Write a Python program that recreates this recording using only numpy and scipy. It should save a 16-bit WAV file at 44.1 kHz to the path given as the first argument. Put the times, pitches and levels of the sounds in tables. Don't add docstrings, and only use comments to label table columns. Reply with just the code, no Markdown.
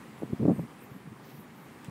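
import sys
import numpy as np
from scipy import signal
from scipy.fft import rfft, irfft
from scipy.io import wavfile
from scipy.ndimage import uniform_filter1d

SR = 44100
rng = np.random.default_rng(int(sys.argv[2]) if len(sys.argv) > 2 else 0)


def dump(signal):
    limited = np.clip(np.atleast_2d(signal).T, -1, 1)
    pcm = np.round(limited * 32767).astype(np.int16)
    wavfile.write(sys.argv[1], SR, pcm)


N = 83790
TIME = np.arange(N) / SR

# (time [s], level [dB])
GUST_PRESSURE = [(0, -59.5), (.224, -49.5), (.238, -36.5), (.256, -42.5), (.288, -51), (.318, -48),
                 (.334, -26), (.354, -48.5), (.388, -50), (.401, -28), (.425, -27.5), (.447, -29),
                 (.459, -20), (.47, -36), (.484, -20), (.502, -20.5), (.53, -27), (.548, -38.5),
                 (.577, -43), (.592, -26.5), (.618, -37.5), (.648, -39), (.672, -55.5), (1.9, -54)]
# (peak time [s], half length [s], level [dB])
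WIND_PUFFS = [(0.084, 0.027, -50), (0.306, 0.0057, -37), (0.921, 0.0052, -41), (0.963, 0.0084, -42.5),
              (1.073, 0.011, -42), (1.122, 0.0078, -41.5), (1.278, 0.018, -53), (1.345, 0.0096, -45),
              (1.395, .012, -45.5), (1.891, 0.0049, -43)]
# (frequency [Hz], relative level [dB])
RUMBLE_SPECTRUM = [(25, -45), (45, -25), (70, -16), (100, -13), (128, 3.5), (165, -0.5), (225, 2),
                   (310, -9.5), (400, -13), (560, -27.5), (1000, -53.5), (2500, -91)]
# (frequency [Hz], relative level [dB])
FLUTTER_SPECTRUM = [(100, -127), (250, -21), (370, 1), (500, -6.5), (700, -8), (900, -28), (1150, -23.5),
                    (1500, -47), (3000, -65)]
# (frequency [Hz], relative level [dB])
WASH_SPECTRUM = [(25, -30), (45, -31), (70, -3), (120, -18.5), (170, 1), (270, -1), (400, -2), (600, -10),
                 (900, -7.5), (1200, -9), (1450, -13), (2000, -12.5), (3000, -20.5), (4200, -25.5),
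                 (6300, -29), (8500, -27.5), (11000, -30.5), (15500, -32.5)]
# (time [s], level [dB])
WASH_LOUDNESS = [(0, -50), (.3, -50.5), (.62, -50.5), (.8, -52), (1.05, -53.5), (1.3, -52.5), (1.5, -53),
                 (1.7, -51.5), (1.9, -50.5)]
# (start [s], length [s], level [dB], centre [Hz], half width [Hz])
HISS_SWELLS = [(.035, .06, -80, 8550, 900), (0.178, 0.056, -69, 10400, 700), (0.493, 0.14, -70, 8700, 600),
               (.51, .12, -69, 12900, 740), (0.787, 0.054, -68, 8900, 1000),
               (.805, 0.061, -64, 13700, 1700), (0.88, 0.11, -68.5, 12700, 1400),
               (1.238, 0.15, -63.5, 3553, 2420), (1.247, 0.2, -63, 13600, 2130),
               (1.55, 0.12, -68.5, 13200, 2400)]
# (time [s], peak level [dB], centre [Hz])
EDDY_HITS = [(.222, -26, 330), (.232, -21.5, 262), (.332, -27, 238), (0.414, -21, 187), (.430, -20, 244),
             (0.437, -23.5, 242), (.454, -16.5, 296), (.462, -18, 248), (0.479, -19, 297),
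             (0.483, -18, 203), (.498, -16, 213), (0.515, -19, 247), (.528, -26.5, 257), (.562, -32.5, 237),
             (0.594, -27, 410), (1.883, -33.5, 146)]
# (frequency [multiple of its centre], relative level [dB])
THUMP_SPECTRUM = [(.1, -49), (.28, -26), (.56, -6.5), (1, 4.5), (1.7, -3), (2.6, -14), (4.2, -30.5),
                  (7, -42.5), (20, -76.5)]
# (frequency [Hz], relative level [dB])
SPLASH_SPECTRUM = [(300, -11), (1200, 1), (2400, 6), (4500, -5.5), (6000, -8), (8000, -0.5), (11000, -22),
                   (15500, -9)]
# (time [s], peak level [dB])
DROP_HITS = [(1.846, -38), (1.850, -41), (1.859, -46.5)]


def amp(db):
    return 10 ** (np.asarray(db) / 20)


def unit(x):
    return x / np.sqrt(np.mean(x ** 2) + 1e-20)


def smooth(x, size):
    return uniform_filter1d(uniform_filter1d(x, size), size)


def curve(points):
    return np.interp(TIME, *np.transpose(points))


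def colour(points, hz):
    f, db = np.transpose(points)
    return np.interp(np.log(hz + 1), np.log(f), db)


def add(mix, s, sound):
    part = mix[max(round(s * SR), 0):][:len(sound)]
    part += sound[:len(part)]


def noise(points):
    gain = amp(colour(points, np.fft.rfftfreq(N, 1 / SR)))
    return unit(irfft(rfft(rng.standard_normal(N)) * gain, N))


def churn(points):
    x = noise(points)
    power = smooth(abs(signal.hilbert(x)) ** 2, size=500)
    return unit(x / np.sqrt(power + 1e-6))


def wind(strong_db=-24, flutter_db=-38.5, flutter_db_per_db=2.14):
    pressure = amp(curve(GUST_PRESSURE))
    puffs = sum(amp(db) * np.exp(-.5 * ((TIME - s) / half) ** 2) for s, half, db in WIND_PUFFS)
    rumble = np.hypot(pressure, puffs) * churn(RUMBLE_SPECTRUM)
    flutter_gain = amp(flutter_db) * (pressure / amp(strong_db)) ** flutter_db_per_db
    return rumble + flutter_gain * churn(FLUTTER_SPECTRUM)


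def wash(patchy_db=1.12):
    spectra = signal.stft(noise(WASH_SPECTRUM), nperseg=512, noverlap=384)[2]
    patches = uniform_filter1d(rng.standard_normal(spectra.shape), size=9, axis=0)
    patches = uniform_filter1d(patches, size=20, axis=1)
    ripples = signal.istft(spectra * amp(patchy_db * unit(patches)), nperseg=512, noverlap=384)[1][:N]
    return amp(curve(WASH_LOUDNESS)) * unit(ripples)


def bubbles(per_s=700, level_db=-64.5, spread_db=6.0, pitches=24, decay_cycles=6, glide=0.0924):
    out, t = np.zeros(N), TIME[:SR // 20]
    for hz in np.geomspace(698, 4010, pitches):
        age = t * hz / decay_cycles
        envelope = np.exp(-age) * (1 - np.exp(-t * hz))
        ring = envelope * np.sin(2 * np.pi * hz * t * (1 + glide * age / 2))
        births = rng.random(N) < per_s / pitches / SR
        strength = amp(spread_db * np.minimum(rng.exponential(1, N), 3))
        out += signal.oaconvolve(births * strength, ring)[:N] / np.sqrt(hz)
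    return amp(level_db) * unit(out)


def hisses(rise_s=0.016, fall_s=0.013, sag_hz_per_s=9800, waver_db=1.9):
    out, f = np.zeros(N), np.fft.fftfreq(N, 1 / SR)
    for start, length, db, hz, half_width in HISS_SWELLS:
        t = TIME - start
        white = [1, 1j] @ rng.standard_normal((2, N))
        band = np.fft.ifft(np.fft.fft(white) * np.exp(-.5 * (f / half_width) ** 2))
        centre = hz - sag_hz_per_s * (np.clip(t, 0, length) - length / 2)
        hiss = (band * np.exp(2j * np.pi * np.cumsum(centre) / SR)).real
        envelope = (1 + np.tanh(t / rise_s)) * (1 + np.tanh((length - t) / fall_s)) / 4
        waver = unit(smooth(rng.standard_normal(N), size=700))
        out += amp(db + waver_db * waver) * envelope * unit(hiss)
    return out


def eddies(size=4096):
    out, f = np.zeros(N), abs(np.fft.fftfreq(size, 1 / SR))
    for (s, db, hz), sign in zip(EDDY_HITS, rng.choice([-1, 1], len(EDDY_HITS))):
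        spectrum = [(multiple * hz, level) for multiple, level in THUMP_SPECTRUM]
        log_gain = np.log(amp(colour(spectrum, f)))
        response = np.exp(np.conj(signal.hilbert(log_gain)))
        thump = np.fft.ifft(response).real[:size // 2]
        add(out, s, sign * amp(db) * thump / abs(thump).max())
    return out


def splash(start_s=1.842, level_db=-57.5, rise_s=0.004, decay_from_s=.022, t60_s=0.048, grain_db=3):
    t = TIME - start_s
    attack = np.clip(t / rise_s, 0, 1)
    decay = amp(-60 * np.maximum(t - decay_from_s, 0) / t60_s)
    grain = amp(grain_db * unit(uniform_filter1d(rng.standard_normal(N), size=80)))
    return amp(level_db) * attack * decay * unit(grain * noise(SPLASH_SPECTRUM))


def drops(t60_s=0.0091):
    out, t = np.zeros(N), TIME[:SR // 20]
    for s, db in DROP_HITS:
        tick = noise(SPLASH_SPECTRUM)[:len(t)] * amp(-60 * t / t60_s)
        add(out, s, amp(db) * tick / abs(tick).max())
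    return out


def scene():
    buffeting = wind() + eddies()
    background = wash() + bubbles() + hisses() + splash() + drops()
    return (buffeting + background)[None]


def record(dry, low_cut_hz=66, band_limit_hz=15750):
    f = np.fft.rfftfreq(2 * N, 1 / SR)
    low_cut = 1 / np.sqrt(1 + (low_cut_hz / (f + 1)) ** 6)
    mic = irfft(rfft(dry, 2 * N) * low_cut)[:, :N]
    lowpass = signal.firwin(801, band_limit_hz, window=("kaiser", 9), fs=SR)
    return signal.oaconvolve(mic, lowpass[None], "same")


dry = scene()
out = record(dry)
dump(out)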